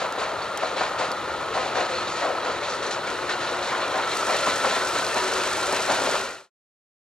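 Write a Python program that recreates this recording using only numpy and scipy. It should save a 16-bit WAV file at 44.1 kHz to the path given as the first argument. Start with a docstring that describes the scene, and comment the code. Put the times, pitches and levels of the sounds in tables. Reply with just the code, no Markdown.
"""Wheels thud over rail joints amid rail roar as two diesel locomotives roll off a steel girder bridge.
They pass close by, gathering speed. Blows and hard knocks excite the resonant modes of the girders;
contact noise makes roar, hiss and clatter; wavering sines make gear whine, squeaks and exhaust hum.
The valve gear's ticks gate the intake hiss, which swells as the engine room comes abreast.
Two close microphone ports receive direct and scattered sound, and the sound is faded out at the end."""
import sys
import numpy as np
from scipy import signal
from scipy.fft import rfft, irfft, next_fast_len
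from scipy.io import wavfile

SR = 44100
rng = np.random.default_rng(int(sys.argv[2]) if len(sys.argv) > 2 else 0)


def unload_wav(signal):
    """Save mono or channel-first audio to the path in sys.argv[1] as 16-bit WAV at rate SR, clipped to [-1, 1]."""
    wavfile.write(
        sys.argv[1],
        SR,
        np.round(np.clip(np.atleast_2d(signal).T, -1, 1) * 32767).astype(np.int16),
    )


N = 310905

# A wheel crosses a rail joint. Each row: time in seconds, relative thud level in dB, tilt of the thud
# in dB per octave, relative level of the running gear's clatter in dB, nominal length in seconds.
JOINTS = [(0.003, -22, -6, -35.5, 0.05), (0.189, -25, 0.5, -36.5, 0.087), (0.423, -32, -9, -42.5, 0.047),
          (0.609, -26.5, -2, -37.5, 0.11), (0.772, -27, 5.5, -33.5, 0.1), (0.989, -22, 1, -34, 0.077),
          (1.548, -22.5, -13, -36, 0.14), (1.755, -22.5, -0.5, -33.5, 0.097), (1.9, -27, -25, -36.5, 0.16),
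          (2.223, -22.5, -2, -54, 0.1), (2.446, -26.5, 1.5, -38.5, 0.12), (3.076, -40.5, 18, -39, 0.063),
          (3.294, -45, 22.5, -32, 0.043), (3.41, -38, 11.5, -36.5, 0.12), (3.728, -29.5, 9, -48, 0.11),
          (3.947, -26, 4.5, -41, 0.11), (4.293, -19, -11, -45.5, 0.073), (4.472, -20.5, -8.5, -31, 0.053),
          (4.651, -18.5, -3.5, -34.5, 0.045), (4.767, -24.5, 1, -45.5, 0.029), (4.962, -29, 6, -33.5, 0.05),
          (5.173, -26.5, 5, -32, 0.052), (5.265, -31.5, 0.5, -37, 0.058), (5.357, -35.5, 3, -35.5, 0.18),
          (5.747, -26.5, -9, -35, 0.077), (5.902, -20.5, -6.5, -31, 0.072), (6.073, -25.5, -7, -37, 0.33)]


def girders():
    """Modal excitation: each joint's contact burst and each hard knock drive every mode of the steel."""
    # Girder modes. Each row: frequency in Hz, relative strength in dB, 60 dB decay time in seconds.
    modes = [(249, -7, 0.028), (288, -6, 0.11), (420, -1, .05), (512.4, -2.5, 0.11), (562, -1, 0.056),
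             (638, 3, 0.047), (735, 4.5, 0.021), (887, 4.5, 0.011), (977, -0.5, 0.21), (1038, 1, 0.11),
             (1236, -4.5, 0.034), (1424, -1.5, 0.18), (1530, -6.5, 0.016), (1825, -19, .04)]
    # Wheel strikes rail end. Each row: time in seconds, relative peak in dB.
    hard_knocks = [(0.178, -14.5), (0.625, -14.5), (0.769, -19.5), (0.809, -11), (0.997, -14),
                   (1.007, -14.5), (1.022, -21), (1.039, -20), (1.106, -16.5), (1.548, -20), (2.231, -15),
                   (2.254, -15.5), (2.299, -17), (2.444, -24), (2.493, -18), (3.404, -24), (3.95, -16),
                   (3.975, -17.5), (4.27, -16), (4.293, -11.5), (4.322, -13.5), (4.47, -11), (4.651, -23),
                   (4.71, -15.5), (4.764, -14), (4.962, -19), (5.725, -11), (5.9, -7.5), (5.924, -14.5),
                   (6.072, -12.5)]
    # Low modes come through as the wheels draw near. Each row: time in seconds, gain in dB.
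    deep_gain = [(0, -21), (0.9, -31), (2.4, -29), (3.3, -15.5), (4.4, -2.5), (5.0, -3), (6.1, -2)]
    tilt_from_hz, deep_below_hz = 600, 450
    bounce_s, bounce_loss_db = .0045, 1.5
    knock_gain_db, contact_top_hz = 4.0, 1300   # the contact pulse lasts one period of contact_top_hz

    s, level_db, tilt_db, _, length = np.transpose(JOINTS)
    landings = [
        (knock + bounce_s * k * rng.uniform(.7, 1.3), db - bounce_loss_db * k)
        for knock, db in hard_knocks for k in range(3)   # each knock lands three times
    ]
    knock_s, knock_db = np.transpose(landings)
    knock_first = (knock_s * SR).astype(int)
    # Thud peak's offset from the blow as a share of its length: after it early on, before it later.
    peak_offset_share = 0.28 - 0.083 * s
    peak_s = s + peak_offset_share * length

    shake = rng.standard_normal((2, 2, N)) * from_db(1.9 * drift(60))
    spread_db = rng.normal(0, 1.6, (len(s), len(modes)))
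    struck = rng.uniform(0.51, 0.98, (len(knock_s), len(modes)))
    pulse = signal.windows.hann(int(SR / contact_top_hz))
    pulse = pulse / pulse.sum()

    out = 0
    for k, (hz, mode_db, t60) in enumerate(modes):
        if hz < deep_below_hz:
            colour_db = np.interp(s, *np.transpose(deep_gain))
            knock_colour_db = np.interp(knock_s, *np.transpose(deep_gain))
        else:
            colour_db = tilt_db * max(np.log2(hz / tilt_from_hz), 0)
            knock_colour_db = 0
        thud_db = level_db + colour_db + mode_db - 13.5 + spread_db[:, k]
        force = bumps(peak_s, thud_db, 0.55 * length, rise=0.21, hold=1.17) * shake[k % 2]
        pushes = from_db(knock_db + knock_gain_db + mode_db + knock_colour_db) * struck[:, k]
        for first, push in zip(knock_first, pushes):
            force[0, first:first + len(pulse)] += push * pulse
        out = out + ring(force, hz, t60)
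    return signal.sosfilt(signal.butter(3, [200, 3000], "band", fs=SR, output="sos"), out)


def roar(roar_db):
    """Rolling contact noise: uneven broadband contacts, with random knocks that excite short resonances."""
    # Each row: frequency in Hz, relative spectrum level in dB per Hz.
    roar_colour = [(120, -38), (200, -14), (294, -6), (348, -9.5), (561, 1), (753, -4.5), (977, -1),
                   (1150, -3.5), (1330, 1.5), (1570, -8.5), (1800, -9), (3000, -26.5), (3900, -46),
                   (6600, -120)]
    contacts = noise(roar_colour, grain_db=0.7)
    pitches = np.geomspace(330, 1700, num=18)
    knocks = clanks(roar_colour, pitches, per_s=600, cycles=25, uneven_db=2.0)
    return from_db(roar_db) * (from_db(-3.0) * contacts + from_db(-6.5) * knocks)


def running_gear(hiss_db, edge_db):
    """Contact noise: a steady metallic hiss and rattle whose power rises in sudden bursts of clatter."""
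    # Further bursts of clatter from the running gear, at or between the joints. Each row: time of the
    # burst's peak in seconds, relative level in dB, treble against it in dB, nominal length in seconds.
    further_bursts = [(2.08, -38.5, -1.5, 0.074), (2.163, -35.5, -4, 0.1), (2.632, -34.5, -7, .053),
                      (2.694, -39.5, 0.5, 0.075), (2.829, -36.5, -3.5, 0.073), (2.91, -36.5, 0.5, 0.042),
                      (3.63, -36.5, -2.5, 0.11), (3.807, -34.5, -22, 0.049), (4.024, -35, -18.5, 0.017),
                      (4.116, -31, -8, 0.026), (4.31, -33, -6, 0.15), (4.53, -37.5, -3, 0.055),
                      (4.6, -39, -12.5, 0.018), (4.692, -31.5, -6.5, .1)]
    # Colours of the body and of the bright edge. Each row: frequency in Hz, relative level in dB per Hz.
    body_colour = [(1060, -20.5), (1800, 0.5), (2120, -5.5), (2280, -3), (3320, -5), (4170, -3),
                   (4940, -20), (5500, -14), (7150, -22.5), (12100, -120)]
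    edge_colour = [(2650, -41), (4500, 0), (5160, -7.5), (6960, -6.5), (8440, -15), (9800, -16),
                   (12700, -48.5), (21600, -120)]
    joint_treble_db = -5.5

    shaken = [(s, clatter_db, joint_treble_db, length) for s, _, _, clatter_db, length in JOINTS]
    s, level_db, treble_db, length = np.transpose(shaken + further_bursts)
    body_bursts = bumps(s, level_db, length, rise=0.08, hold=3.8)
    edge_bursts = bumps(s, level_db + treble_db, length, rise=0.033, hold=2.5)
    body = np.hypot(from_db(hiss_db), body_bursts)   # hypot adds powers
    edge = np.hypot(from_db(edge_db), edge_bursts)
    pitches = np.geomspace(1800, 5500, num=24)
    knocks = clanks(body_colour, pitches, per_s=700, cycles=230, uneven_db=3.0)
    rattle = noise(body_colour, grain_db=1.0) + from_db(-7.5) * knocks
    return body * rattle + edge * noise(edge_colour, grain_db=1.0)


def gears():
    """Tooth-meshing tones climb with speed; frequency and amplitude modulation make them ragged and broken."""
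    # Each row: time in seconds, nominal leading tooth rate in Hz, then relative levels in dB of the
    # leading drive, the trailing drive and the shaft hum.
    whine = [(0, 1216, -48, -42.5, -61.5), (1.5, 1272, -43.5, -47.5, -53), (1.8, 1285, -41.5, -64, -51),
             (2.6, 1305, -43, -50, -52), (3.2, 1313, -67.5, -46, -47.5), (4.0, 1330, -38, -46.5, -48.5),
             (4.3, 1340, -37, -46, -51.5), (4.6, 1350, -35, -40.5, -51.5), (4.75, 1352, -41.5, -38, -41),
             (5.0, 1358, -39.5, -37, -49.5), (5.15, 1366, -49, -46.5, -48.5), (5.27, 1365, -42.5, -43, -35),
             (5.36, 1368, -41, -46, -40.5), (5.7, 1380, -42, -45, -43), (5.9, 1390, -37, -45.5, -45),
             (6.2, 1395, -38.5, -47, -42.5)]
    ratios = [1, 1.1, .2735]   # leading drive, trailing drive, shaft: pitch against the leading tooth rate
    wavers = [.011, .018, .018]

    hz, *levels_db = in_time(whine)
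    out = 0
    for ratio, level_db, waver in zip(ratios, levels_db, wavers):
        error = .3 * drift(8) + drift(50)   # slow wander and fast tooth-to-tooth error
        phase = 2 * np.pi * np.cumsum(ratio * hz * (1 + waver * error)) / SR
        gate = np.clip(.75 + .4 * drift(25), 0, 1.3)   # drop-outs
        out = out + from_db(level_db + 9.0) * gate * np.sin(phase)
    return out * [[1], [0]]   # direct sound only


def engine():
    """Amplitude modulation: valve-gear ticks gate the intake hiss in one pattern repeated every cycle."""
    # Hidden, half in view, abreast. Each row: time in seconds, level in dB.
    room_level = [(0, -71), (2.8, -70), (3.1, -48.5), (4.05, -44.5), (4.15, -35.5), (6.3, -34.5)]
    # Each row: frequency in Hz, relative spectrum level in dB per Hz.
    intake_colour = [(1760, -40), (3000, -23.5), (4210, -5), (4860, -3), (6150, -3.5), (7880, -4.5),
                     (9760, -10), (12900, -21), (15600, -28.5)]
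    # Place of each tick as a share of the engine cycle.
    tick_turns = [.012, .225, .395, .428, .622, .715, .803, .835]
    # Nominal strength of each tick in dB.
    tick_levels = [-7, -1, 1.5, -1.5, -0.5, -2.5, 0.5, -14]
    cycle_hz, cycle_start_s = 10.29, 5.2

    room_db, = in_time(room_level)
    turn = (np.arange(N) / SR - cycle_start_s) * cycle_hz
    ticks = 0
    for start, tick_db in zip(tick_turns, tick_levels):
        since_s = (turn - start) % 1 / cycle_hz
        stroke = np.floor(turn - start).astype(int)
        uneven_db = 2 * rng.standard_normal(200)   # strokes vary in strength
        ticks = ticks + from_db(tick_db + uneven_db)[stroke] * np.exp(-since_s / 0.0043)
    gate = rms_one(np.hypot(.55, ticks))
    return from_db(room_db) * gate * noise(intake_colour, grain_db=1.0)


def clicks(table, low_hz, high_hz, length_s):
    """Impulsive excitation: a one-sample snap and a short noise burst pass through a frequency band."""
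    s, peak_db = np.transpose(table)
    burst = bumps(s, peak_db - 12.0, length_s + 0 * s, rise=0.31, hold=0.8) * rng.standard_normal((2, N))
    burst[0, (s * SR).astype(int)] += from_db(peak_db + 4.0)
    return signal.sosfilt(signal.butter(2, [low_hz, high_hz], "band", fs=SR, output="sos"), burst)


def squeaks():
    """Frictional slip: steel slips on steel and one part sings briefly with a ragged amplitude."""
    # Each row: time of the peak in seconds, pitch in Hz, relative level in dB, nominal length in seconds.
    slips = [(0.424, 4400, -31, 0.006), (0.574, 3180, -32, 0.005), (0.658, 4150, -33, .009),
             (0.766, 4100, -31, 0.008), (1.117, 4560, -32, .005), (1.952, 4290, -35, 0.02),
             (1.974, 4220, -33.5, 0.03), (2.03, 3650, -36, 0.012), (2.075, 3750, -33, 0.012),
             (2.7, 5830, -40, 0.02), (2.87, 6050, -36, 0.007), (2.915, 6200, -39, 0.015),
             (2.93, 5600, -39, 0.015), (3.074, 2270, -28, 0.007), (5.628, 3920, -34, .01),
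             (5.765, 4000, -30, 0.011)]
    t = np.arange(N) / SR
    out = 0
    for s, hz, db, length in slips:
        out = out + bumps([s], [db], [length], rise=0.32, hold=2) * np.sin(2 * np.pi * hz * t)
    return out * (.8 + .6 * drift(400)) * [[1], [0]]


def exhaust(rumble_db):
    """Low-frequency noise: the exhaust rumbles as coloured noise with an uneven grain."""
    # Each row: frequency in Hz, relative spectrum level in dB per Hz.
    rumble_colour = [(20, -65), (32, -40.5), (59, -1.5), (114, 1), (156, 1.5), (250, -6), (320, -30),
                     (550, -120)]
    return from_db(rumble_db) * noise(rumble_colour, grain_db=2.0)


def hum():
    """Modulated tones: faint exhaust hum wavers slowly in both frequency and level."""
    # Each row: nominal frequency in Hz, relative level in dB.
    firing = [(118, -62), (185, -61)]
    out = 0
    for hz, db in firing:
        level = from_db(db + 3.0 + 2.0 * drift(3.6))
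        phase = 2 * np.pi * np.cumsum(hz * (1 + 0.013 * drift(2.83))) / SR
        out = out + level * np.sin(phase)
    return out * [[1], [0]]


def air():
    """Stationary noise: a faint far hiss keeps a constant mean level."""
    # Each row: frequency in Hz, relative spectrum level in dB per Hz.
    air_colour = [(6000, -7.5), (9000, -1.5), (11000, -11), (15700, -16)]
    return from_db(-53) * noise(air_colour, grain_db=1.0)


def ports(sound):
    """Two-point coherence: direct sound is shared, the right a little later; scatter decorrelates."""
    # Each row: frequency in Hz, left-right likeness from 0 to 1.
    likeness = [(60, 0.94), (300, 0.86), (700, 0.85), (1400, 0.94), (3000, 0.82), (5000, 0.89), (8000, 1),
                (15000, 0.34)]
    # Each row: frequency in Hz, left minus right in dB.
    left_more = [(60, 6.5), (180, 3.5), (550, 4.5), (1200, 0), (2400, 1.5), (4400, -1), (8000, 1),
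                 (15000, 0.6)]
    port_lag_s = 3.6e-5

    size = next_fast_len(N)
    hz = np.arange(size // 2 + 1) * SR / size
    direct, scattered = rfft(sound, size)
    alike = np.clip(at_hz(likeness, hz), 0, 1)
    direct = direct * np.sqrt((1 + alike) / 2)
    scattered = scattered * np.sqrt((1 - alike) / 2)
    tilt = from_db(at_hz(left_more, hz) / 2)   # half the difference to each side
    late = np.exp(-2j * np.pi * hz * port_lag_s)
    left = (direct + scattered) * tilt
    right = (direct - scattered) / tilt * late
    return irfft([left, right], size)[:, :N]


def ring(force, hz, t60):
    """Damped resonance: a two-pole filter answers as one mode of a steel part."""
    r, w = from_db(-60 / (t60 * SR)), 2 * np.pi * hz / SR
    feed = np.sqrt(1 - r) * np.array([1, 0, -1])
    return signal.lfilter(feed, [1, -2 * r * np.cos(w), r * r], force + 1e-18)


def clanks(spectrum, pitches, per_s, cycles, uneven_db):
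    """Random impact excitation: each knock rings one randomly dealt pitch for a set number of cycles."""
    strength = from_db(uneven_db * np.minimum(rng.exponential(1, N), 3))
    knocks = (rng.random(N) < per_s / SR) * strength * rng.choice([-1, 1], N)
    dealt = rng.integers(0, len(pitches), N)
    rings = 0
    for k, hz in enumerate(pitches):
        rings = rings + from_db(at_hz(spectrum, hz)) * ring(knocks * (dealt == k), hz, cycles / hz)
    return rms_one(rings) * [[1.4], [0]]


def noise(spectrum, grain_db):
    """Spectral shaping: direct and scattered noise share a colour; slow chance makes contacts uneven."""
    size = next_fast_len(N)
    contacts = rng.standard_normal((2, N)) * from_db(grain_db * drift(110))
    gain = from_db(at_hz(spectrum, np.arange(size // 2 + 1) * SR / size))
    return rms_one(irfft(rfft(contacts, size) * gain, size)[:, :N])


def bumps(times, levels_db, lengths, rise, hold):
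    """Energy addition: swells rise quickly to a peak and die away (hold 1 at once, 2 after a plateau)."""
    power = np.zeros(N)
    for s, level_db, length in zip(times, levels_db, lengths):
        first = max(int((s - .1) * SR), 0)
        t = (np.arange(first, min(first + SR // 2, N)) / SR - s) / length
        shape = np.where(t < 0, np.exp(-(t / rise) ** 2), np.exp(-np.abs(t) ** hold))
        power[first:first + len(t)] += from_db(level_db) ** 2 * shape
    return np.sqrt(power)


def drift(rate):
    """Low-pass random process: slow chance of spread 1, with its corner near the rate in Hz."""
    step = 40   # samples between drawn values
    r = np.exp(-2 * np.pi * rate * step / SR)
    chance = rng.standard_normal(N // step + 2002)
    slow = signal.lfilter([1], [1, -2 * r, r * r], chance)[2000:]   # settled part
    return np.interp(np.arange(N) / step, np.arange(len(slow)), rms_one(slow))


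def from_db(db):
    """Logarithmic level: 20 dB is a tenfold amplitude."""
    return 10 ** (np.asarray(db) / 20)


def rms_one(x):
    """Normalisation of effective amplitude: the root mean square becomes 1."""
    return x / np.sqrt(np.mean(x ** 2) + 1e-20)


def in_time(rows):
    """Linear interpolation in time: each column of a table is read at every sample."""
    s, *columns = np.transpose(rows)
    return [np.interp(np.arange(N) / SR, s, c) for c in columns]


def at_hz(points, hz):
    """Logarithmic frequency scale: a spectrum table is interpolated between its points."""
    point_hz, value = np.transpose(points)
    return np.interp(np.log(hz + 1), np.log(point_hz), value)


def scene():
    """Linear superposition: the sources of the passing train add before they reach the two ports."""
    # Rolling. Each row: time in seconds, then levels in dB of the rail roar, the running gear's hiss,
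    # the exhaust rumble and the bright edge of the hiss.
    rolling = [(0.0, -30.5, -41, -53, -51), (1.7, -29.5, -39.5, -49, -48), (3.0, -29, -39, -51.5, -48.5),
               (4.3, -27.5, -34, -50, -48.5), (6.2, -27.5, -33, -49.5, -44.5)]
    # Broad metallic clanks, sharp dry clicks close by, faint high ticks.
    # Each row: time in seconds, relative peak in dB.
    broad_clanks = [(0.4229, -29), (0.7667, -21), (1.7644, -23), (2.8644, -24), (2.9094, -24),
                    (3.0724, -15.5), (3.2944, -29), (4.6394, -13.5), (4.9624, -21)]
    dry_clicks = [(0.1244, -17), (0.575, -8.5), (1.1169, -12), (4.172, -9)]
    high_ticks = [(0.0712, -31), (0.1236, -25), (0.1625, -32), (0.6649, -33), (0.7138, -31), (0.9033, -33),
                  (1.2141, -31), (2.0742, -33), (2.3111, -32)]

    roar_db, hiss_db, rumble_db, edge_db = in_time(rolling)
    wheels = girders() + roar(roar_db) + running_gear(hiss_db, edge_db) + gears() + squeaks()
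    impacts = clicks(broad_clanks, 1700, 5000, .004)
    impacts = impacts + clicks(dry_clicks, 2400, 9500, .0008)
    impacts = impacts + clicks(high_ticks, 9500, 15000, .0005)
    return ports(wheels + engine() + impacts + exhaust(rumble_db) + hum() + air())


def record(dry):
    """Gain and band limiting: a small level drop leads into a curved fade; a low-pass cuts the top."""
    fade_start_s, fade_end_s, fade_drop_db, fade_power = 6.184, 6.504, -2, 1.8
    cutoff_hz = 15760
    left = np.clip((fade_end_s - np.arange(N) / SR) / (fade_end_s - fade_start_s), 0, 1)
    drop = from_db(fade_drop_db * np.clip(20 * (1 - left), 0, 1))   # over the fade's first twentieth
    fade = left ** fade_power * drop
    return signal.sosfilt(signal.ellip(12, .5, 70, cutoff_hz, fs=SR, output="sos"), dry * fade)


dry = scene()
out = record(dry)
unload_wav(out)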